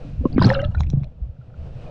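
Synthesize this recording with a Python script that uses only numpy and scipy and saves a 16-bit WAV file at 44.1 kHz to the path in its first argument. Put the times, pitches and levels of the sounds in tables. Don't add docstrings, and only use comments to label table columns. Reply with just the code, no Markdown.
import sys
import numpy as np
from scipy import signal
from scipy.fft import rfft, irfft
from scipy.io import wavfile
from scipy.ndimage import uniform_filter1d

SR = 44100
rng = np.random.default_rng(int(sys.argv[2]) if len(sys.argv) > 2 else 0)


def wav_record(signal):
    frames = np.transpose(np.atleast_2d(signal))
    bounded = np.clip(frames, -1, 1)
    quanta = np.round(bounded * 32767).astype(np.int16)
    wavfile.write(sys.argv[1], SR, quanta)


N = 83790


def undb(db):
    return 10 ** (np.asarray(db) / 20)


def unit(x):
    return x / np.sqrt(np.mean(x ** 2))


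def curve(rows, axis=1):
    rows = np.array(rows)
    return np.interp(np.arange(N) / SR, rows[:, 0], rows[:, axis])


def colour(x, points):
    size = 2 * N
    points = np.array(points)
    hz = np.maximum(np.arange(size // 2 + 1) * SR / size, 1)
    db = np.interp(np.log(hz), np.log(points[:, 0]), points[:, 1])
    cepstrum = irfft(np.log(undb(db)))
    cepstrum[1:size // 2] *= 2
    cepstrum[size // 2 + 1:] = 0
    return irfft(rfft(x, size) * np.exp(rfft(cepstrum)))[:N]


def band(x, hz, width):
    g, k = np.tan(np.pi * hz / SR), width / hz
    top = [g * k, 0, -g * k]
    bottom = [1 + g * k + g * g, 2 * (g * g - 1), 1 - g * k + g * g]
    return signal.lfilter(top, bottom, x + 1e-18)


def walk(rate):
    k = int(SR / rate)
    steps = np.repeat(rng.standard_normal(N // k + 1), k)
    smooth = uniform_filter1d(uniform_filter1d(steps, k), k)
    return unit(smooth[:N])


def add(out, start, sound):
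    i = int(start * SR)
    out[i:i + len(sound)] += sound[:N - i]


def ring(t, hz, t60, onset):
    tone = np.sin(2 * np.pi * np.cumsum(hz) / SR)
    swell = (1 - np.exp(-t / onset)) ** 2
    fade = np.exp(-np.log(1000) * t / t60)
    return tone * swell * fade


def gliding_bubbles(rows):
    onset_cycles = 0.36
    out = np.zeros(N)
    for start, hz, db, t60, glide in rows:
        t = np.arange(int(2 * t60 * SR)) / SR
        pitch = hz * 2 ** (glide * t / t60)
        add(out, start, undb(db) * ring(t, pitch, t60, onset_cycles / hz))
    return out


def noise_bands(modes, level):
    lines = np.zeros(N)
    for hz, width, db in modes:
        noise = rng.standard_normal(N)
        lines += undb(db) * unit(band(band(noise, hz, width), hz, 2 * width))
    return unit(lines) * undb(curve(level))


def water():
    # time in seconds, level in dB (wash and hiss: before surging).
    rumble_level = [(0, -32.5), (.12, -31.5), (0.229, -21.5), (.285, -32), (.32, -21.5), (.41, -20),
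                    (.47, -28.5), (.52, -20.5), (.56, -20), (.68, -26), (.88, -23.5), (1.0, -26),
                    (1.131, -39.5), (1.27, -39), (1.4, -45), (1.65, -31.5), (1.9, -36)]
    churn_level = [(.17, -57), (.215, -35.5), (.27, -46.5), (.34, -31), (.40, -40.5), (.47, -19),
                   (.53, -37.5), (.65, -39.5), (0.679, -57.5), (.80, -77)]
    wash_level = [(0, -39.5), (.2, -50.5), (0.349, -58.5), (0.699, -51.5), (0.899, -58), (.96, -44),
                  (1.049, -53.5), (1.15, -54.5), (1.4, -53.5), (1.55, -49), (1.63, -45), (1.68, -41),
                  (1.71, -48.5), (1.80, -42.5), (1.87, -40), (1.9, -36)]
    hiss_level = [(0, -55), (0.199, -58.5), (.7, -67.5), (1.15, -72.5), (1.38, -71), (1.55, -66),
                  (1.64, -58), (1.70, -60.5), (1.75, -59.5), (1.83, -56.5), (1.9, -55.5)]
    # frequency in Hz, relative level in dB.
    rumble_colour = [(15, -1), (30, -2.5), (50, -1), (80, -6.5), (130, -2.5), (190, -13), (300, -28),
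                     (600, -46), (2000, -76), (10000, -110)]
    churn_colour = [(90, -20), (170, -2), (250, 7.5), (330, 2.5), (430, -7.5), (600, -16), (800, -19.5),
                    (1000, -29), (2000, -46), (8000, -66.5)]
    wash_colour = [(100, 4.5), (260, -3), (370, -5), (480, 3), (720, -3), (900, -13.5), (1400, -19.5),
                   (1900, -31.5), (4000, -36), (10000, -81)]
    hiss_colour = [(500, -14), (1300, 4), (1900, 0), (2250, -0.5), (2500, 4), (2850, 2), (3300, -3.5),
                   (3800, -4.5), (5300, -9), (7000, -17.5), (10000, -26.5), (15000, -58.5)]
    surge_db, surges_per_s = 1.3, 20

    def flow(points, level):
        return unit(colour(rng.standard_normal(N), points)) * undb(curve(level))

    wash = flow(wash_colour, wash_level) * undb(surge_db * walk(surges_per_s))
    hiss = flow(hiss_colour, hiss_level) * undb(surge_db * walk(surges_per_s))
    return flow(rumble_colour, rumble_level) + flow(churn_colour, churn_level) + wash + hiss


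def sizzle():
    # centre in Hz, filter width in Hz, relative level in dB.
    modes = [(3280, 100, -2.5), (3950, 140, 3.5), (5200, 100, -7.5), (6030, 120, -8), (6660, 200, -3)]
    # time in seconds, level in dB.
    level = [(.78, -79), (.797, -50.5), (.81, -47), (.83, -64.5), (.88, -87), (0.905, -52), (.925, -81),
             (.96, -110)]
    return noise_bands(modes, level)


def housing(x):
    # pitch in Hz, width in Hz of each of two filters, gain in dB.
    modes = [(845, 690, 8.5), (1440, 960, -5.5), (2340, 910, -0.5), (3520, 1100, 0), (5320, 1500, -6.5),
             (7050, 500, -14.5)]
    return sum(undb(db) * band(band(x, hz, width), hz, width) for hz, width, db in modes)


def ticks():
    # start in seconds, peak level in dB before the treble cut, centre in Hz.
    drops = [(0.38, -31, 1290), (0.394, -36.5, 2500), (.4240, -22, 2940), (0.443, -27.5, 2000),
             (0.456, -26, 3000), (0.4655, -21.5, 4260), (.473, -24.5, 1400), (.478, -30, 3500),
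             (0.481, -22, 1496), (.491, -26.5, 1810), (.502, -20, 2400), (.512, -34, 3500),
             (0.5274, -26.5, 2800), (0.5316, -31.5, 5200), (0.617, -31.5, 6000), (0.651, -40, 3400),
             (.747, -28.5, 700), (0.8065, -21, 3850), (0.835, -36, 3840), (.842, -38.5, 1790),
             (0.867, -44.5, 2500), (0.9017, -26, 5590), (0.93, -42, 1956), (1.034, -35, 1500),
             (1.044, -39, 3170)]
    ring_db, relative_width, top_hz = 13, 0.86, 7000
    out = np.zeros(N)
    for start, db, hz in drops:
        knock = band(signal.unit_impulse(SR // 20), hz, relative_width * hz)
        knock = knock + undb(ring_db) * housing(knock)
        add(out, start, undb(db) * knock / np.abs(knock).max())
    return signal.sosfilt(signal.butter(N=5, Wn=top_hz, fs=SR, output="sos"), out)


def crackle():
    # time in seconds, level in dB.
    level = [(.30, -90), (.37, -54), (.425, -30), (.47, -30), (.52, -31.5), (.57, -43), (.645, -49.5),
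             (.70, -52.5), (.81, -48.5), (.88, -72), (1.03, -61), (1.12, -99.5)]
    # frequency in Hz, relative level in dB.
    spectrum = [(80, -19), (250, -4), (500, 18), (900, 14), (1600, -4), (2300, -13.5), (3300, -8),
                (4700, -11), (6000, -19.5), (8000, -26.5), (10000, -32.5), (15000, -22.5)]
    bursts_per_s, spread_db = 700, 3.5
    sizes = undb(spread_db * np.minimum(rng.exponential(size=N), 4))
    happens = rng.random(N) < bursts_per_s / SR
    pops = happens * rng.choice([-1, 1], N) * sizes
    return unit(colour(pops, spectrum)) * undb(curve(level))


def ringing_cloud():
    # pitch in Hz, filter width in Hz, relative level in dB.
    modes = [(792, 120, -1.5), (1303, 70, 4.5), (1586, 57, -1), (1740, 60, -7), (2793, 21, -7.5),
             (2890, 64, -12), (4250, 30, -10)]
    # time in seconds, level in dB.
    level = [(0.381, -78), (.425, -40.5), (.50, -34), (.56, -48), (.61, -39.5), (.63, -52.5), (.645, -38),
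             (0.679, -55), (.75, -62.5), (.80, -81)]
    return noise_bands(modes, level)


def fizz():
    # time in seconds, level in dB.
    level = [(.28, -90), (.32, -45.5), (.37, -45.5), (.425, -27.5), (.47, -32), (.52, -31), (.57, -38),
             (.645, -42.5), (.69, -60), (.79, -55), (.88, -59), (1.06, -57), (1.13, -82.5)]
    # frequency in Hz, relative level in dB.
    spectrum = [(60, -19), (200, 4), (330, -1), (700, 11), (1000, -8), (1450, -2), (2300, -4.5), (2900, -4),
                (3400, -2), (4200, -10.5), (5300, -25.5), (7000, -26), (10000, -58.5)]
    bubbles_per_s, low_hz, high_hz = 1100, 291.7, 6180
    fade_cycles, spread_db, max_glide = 55, 4.5, 0.04
    size, strength, life, drift, when = rng.random((int(bubbles_per_s * N / SR), 5)).T
    hz = low_hz * (high_hz / low_hz) ** np.sqrt(size)
    db = -spread_db * np.log(np.maximum(strength, .03))
    t60 = fade_cycles * (.5 + life) / hz
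    glide = max_glide * (2 * drift - 1)
    swarm = gliding_bubbles(zip(when * N / SR, hz, db, t60, glide))
    return unit(colour(swarm, spectrum)) * undb(curve(level))


def scatter(x):
    tail_db, tail_t60_s = -11.5, .06
    t = np.arange(SR // 2) / SR
    tail = rng.standard_normal(len(t)) * np.exp(-np.log(1000) * t / tail_t60_s)
    return x + undb(tail_db) * signal.fftconvolve(x, tail / np.linalg.norm(tail))[:N]


def pings():
    # start in seconds, pitch in Hz, peak level in dB,
    # fade time t60 in seconds, glide in octaves per t60, swell time in seconds.
    small_bubbles = [(.236, 511, -22, 0.056, 0.028, 0.021), (0.254, 2900, -45.5, .015, 0, .001),
                     (.2535, 1055, -20, 0.035, 0, 0.001), (.258, 548, -23.5, 0.049, -0.038, .002),
                     (0.328, 4370, -37, 0.0049, 0.22, .0006), (0.343, 4600, -47, 0.021, 0, 0.0011),
                     (.359, 2426, -46.5, .02, 0, .002), (.369, 2206, -37.5, 0.026, 0.011, 0.0016),
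                     (.377, 2390, -36, .02, 0, .001), (.383, 2038, -27.5, 0.0081, -0.036, .0005),
                     (0.3942, 3205, -33, .012, 0, .0006), (0.3817, 1150, -12.5, 0.0034, -.04, 0.00019),
                     (0.3861, 1553, -28.5, 0.031, .05, 0.0013), (0.3942, 1330, -22, 0.0088, -0.11, .0006),
                     (.404, 4940, -37.5, 0.023, -0.19, 0.0023), (0.4142, 340.5, -16, 0.059, .1, 0.00094),
                     (.413, 2990, -33, 0.0068, 0, 0.00051), (.414, 4970, -36.5, .01, 0.016, 0.0008),
                     (0.4146, 1008, -11, 0.028, 0.067, 0.0018), (.4196, 609, -10, 0.021, 0.068, 0.00037),
                     (0.4196, 1496, -17, .028, 0.055, .001), (0.4226, 4650, -19.5, .007, 0, 0.00053),
                     (.4252, 4100, -20.5, .011, -0.23, 0.0013), (.429, 1810, -23, 0.015, -0.02, .001),
                     (0.4344, 4930, -24, .007, .1, .001), (.4362, 3225, -26.5, .0053, 0, .0004),
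                     (0.4425, 407, -21, .25, 0.17, 0.0015), (0.4423, 1587, -20, .03, -0.07, .0003),
                     (0.445, 4130, -15, 0.0044, 0.13, .001), (.447, 4290, -17, .008, 0.17, 0.0011),
                     (0.453, 4670, -22.5, 0.0059, 0.13, .0015), (0.4564, 5226, -28.5, 0.0045, 0.23, .001),
                     (0.453, 1312, -33, 0.095, 0.026, .004), (0.4652, 6020, -30.5, 0.0062, -0.22, .0008),
                     (0.4715, 1240, -23, 0.0087, 0, 0.00058), (0.4803, 1010, -22.5, 0.014, 0, .0005),
                     (.4905, 3200, -30, 0.011, 0.01, 0.0011), (0.493, 5130, -31, 0.02, 0, .0015),
                     (.495, 4230, -28.5, 0.015, -0.2, .0015), (0.5017, 1827, -10.5, .02, -0.12, 0.00033),
                     (0.501, 910, -18.5, 0.024, 0.029, 0.00035), (.5132, 792, -12, 0.015, .09, 0.00065),
                     (0.5197, 1800, -31, 0.0039, .07, 0.00052), (0.535, 1516, -16, 0.0078, .05, 0.00084),
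                     (.536, 2843, -37, .04, 0.021, 0.0016), (0.5403, 5120, -30.5, 0.0048, -.1, 0.0016),
                     (0.5437, 4090, -25, 0.011, -0.13, .002), (0.5484, 2920, -18.5, 0.0063, -0.06, 0.00052),
                     (.551, 1338, -18, 0.024, 0.14, 0.00075), (.552, 1620, -25.5, 0.026, 0.049, 0.00087),
                     (.554, 2730, -36, 0.068, -0.015, 0.0025), (.556, 3600, -37, 0.023, 0.15, 0.0028),
                     (.556, 725, -36.5, .25, 0.27, 0.0025), (0.57, 1213, -37, 0.043, 0.12, 0.0018),
                     (.591, 1513, -22.5, 0.023, 0.24, 0.00092), (0.592, 2200, -36, 0.015, -0.23, 0.0011),
                     (.592, 2800, -36.5, .1, -0.0043, 0.0017), (.599, 2960, -32.5, 0.018, 0.12, .003),
                     (0.601, 1400, -29, 0.01, -0.12, 0.0013), (0.615, 1920, -34.5, 0.015, 0.16, 0.0013),
                     (.635, 1297, -35.5, 0.037, 0.023, 0.0032), (.638, 1710, -40, .04, 0, 0.0022),
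                     (0.64, 4000, -36.5, 0.013, -.1, 0.003), (0.642, 2720, -33.5, .02, 0.14, 0.001),
                     (0.6487, 3350, -25, 0.003, .03, .001), (.719, 2900, -51.5, 0.016, -.1, 0.0033),
                     (.748, 1433, -26, 0.049, 0.02, 0.0011), (0.749, 1805, -37.5, 0.026, -0.018, .001),
                     (.750, 3960, -42.5, 0.011, 0.018, .0015), (.768, 1450, -43, .04, 0.013, .004),
                     (.7795, 2430, -43, .025, -.05, .002), (0.8061, 903, -19, 0.0064, -0.25, 0.00028),
                     (0.8331, 2140, -34, .007, -.1, .0005), (0.868, 2580, -43, 0.011, 0, .001),
                     (.901, 5760, -33, 0.0053, 0.0087, .0008), (1.034, 2200, -45, .007, -.1, .0006),
                     (1.042, 2500, -44, .006, 0, .0005), (1.0415, 4080, -46, 0.01, 0.04, 0.00042),
                     (1.058, 596, -44.5, 0.075, 0.059, 0.0011), (1.251, 1110, -56, 0.017, 0, 0.00057),
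                     (1.365, 1420, -57.5, 0.011, 0.04, 0.0043), (1.413, 1385, -49.5, 0.017, 0.011, 0.0035),
                     (1.502, 1370, -51, 0.0087, -0.041, 0.0033), (1.540, 1385, -46.5, 0.016, 0.073, .004),
                     (1.862, 2460, -48.5, 0.033, 0.051, .005)]
    out = np.zeros(N)
    for start, hz, db, t60, glide, swell in small_bubbles:
        t = np.arange(int(2 * t60 * SR)) / SR
        ping = ring(t, hz * 2 ** (glide * t / t60), t60, swell)
        add(out, start, undb(db) * ping / np.abs(ping).max())
    return out


def rising_bubble():
    # time in seconds, pitch in Hz before jitter, level in dB before lift and wobble.
    path = [(.484, 531.6, -32), (.492, 523.6, -17), (.510, 516.5, -24.5), (.523, 530.3, -13),
            (.541, 549, -31.5), (.550, 556.5, -21), (.568, 547, -21.5), (.594, 551, -23.5),
            (.624, 565, -38), (.635, 583.5, -22), (.658, 597, -31.5), (.690, 630, -56.5)]
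    lift_db, wobble_db, jitter = 0.5, 3.5, 0.017
    hz = curve(path) * (1 + jitter * walk(90))
    db = curve(path, axis=2) + lift_db + wobble_db * walk(120)
    t = np.arange(N) / SR
    sounding = (t > path[0][0]) * (t < path[-1][0])
    return np.sqrt(2) * np.sin(2 * np.pi * np.cumsum(hz) / SR) * undb(db) * sounding


def air_pockets():
    # start in seconds, pitch in Hz, level in dB before swell and fade,
    # fade time t60 in seconds, glide in octaves per t60.
    pockets = [(.04, 288, -35, 0.36, -0.11), (.190, 83, -8.5, 0.12, -0.27), (.214, 45, -7.5, .13, 0),
               (.2555, 159, -5, 0.046, -0.046), (.207, 252.6, -19.5, 0.094, 0.22),
               (.318, 109.3, -40.5, 0.048, 0.068), (.340, 297, -24, 0.068, 0.09),
               (.361, 217.7, 0, 0.043, 0.41), (.390, 172.4, -10, 0.15, 0.044),
               (.398, 95.4, 3.5, 0.048, 0.19), (.410, 168, -2, 0.094, 0), (.420, 87, -6, 0.13, 0),
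               (.4395, 186, -5, 0.23, 0.28), (.455, 230.8, -2, 0.052, -0.093),
               (.474, 183, -11.5, .07, -0.19), (.448, 108.4, -7, .12, .2), (.457, 119.7, -1, .18, 0.032),
               (.478, 135, -9, .08, .2), (.572, 100, -14.5, 0.16, 0.073), (.652, 82.5, 1.5, 0.055, 0.086),
               (.686, 97.2, 2.5, 0.041, -0.035), (.761, 75.5, -10, 0.71, -0.18),
               (.802, 125.6, -4, 0.052, 0.16), (.862, 64, 2.5, 0.059, 0.043),
               (.934, 135.4, -3, 0.1, -0.022), (.970, 133.2, -3, 0.1, 0.24),
               (1.012, 127.4, -9.5, 0.14, 0.1), (1.214, 55.2, -7.5, 0.15, 0.4),
               (1.260, 119.7, -22, 0.084, 0.16), (1.290, 69.4, -11.5, 0.081, 0.012),
               (1.386, 123, -23, 0.14, 0.064), (1.582, 76.5, -23, 0.53, -0.067),
               (1.608, 122, -33, 0.15, -0.13), (1.752, 119.5, -20, 0.11, 0.3)]
    return gliding_bubbles(pockets)


def gulps():
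    # start in seconds, first pitch in Hz, last pitch in Hz,
    # level in dB before swell and fade, fade time t60 in seconds.
    cavities = [(0.254, 472, 232.5, 3, 0.032), (0.3794, 520, 238.2, 1, 0.063),
                (0.9339, 530, 172, -7.5, 0.019)]
    fall_s, onset_s = 0.0025, 0.0011
    out = np.zeros(N)
    for start, first_hz, last_hz, db, t60 in cavities:
        t = np.arange(int(2 * t60 * SR)) / SR
        hz = last_hz + (first_hz - last_hz) * np.exp(-t / fall_s)
        add(out, start, undb(db) * ring(t, hz, t60, onset_s))
    return out


def scene():
    large = gulps() + air_pockets() + rising_bubble()
    small = scatter(pings()) + fizz() + ringing_cloud()
    sharp = ticks() + sizzle()
    return (water() + crackle() + large + small + sharp)[None]


def record(dry):
    case_colour = [(5500, -2.0), (7500, -1), (10000, -2.5), (15000, -19.5)]  # Hz, dB
    top_hz = 15800
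    muffled = colour(dry[0], case_colour)
    return signal.sosfilt(signal.ellip(8, .2, 70, top_hz, fs=SR, output="sos"), muffled)[None]


dry = scene()
out = record(dry)
wav_record(out)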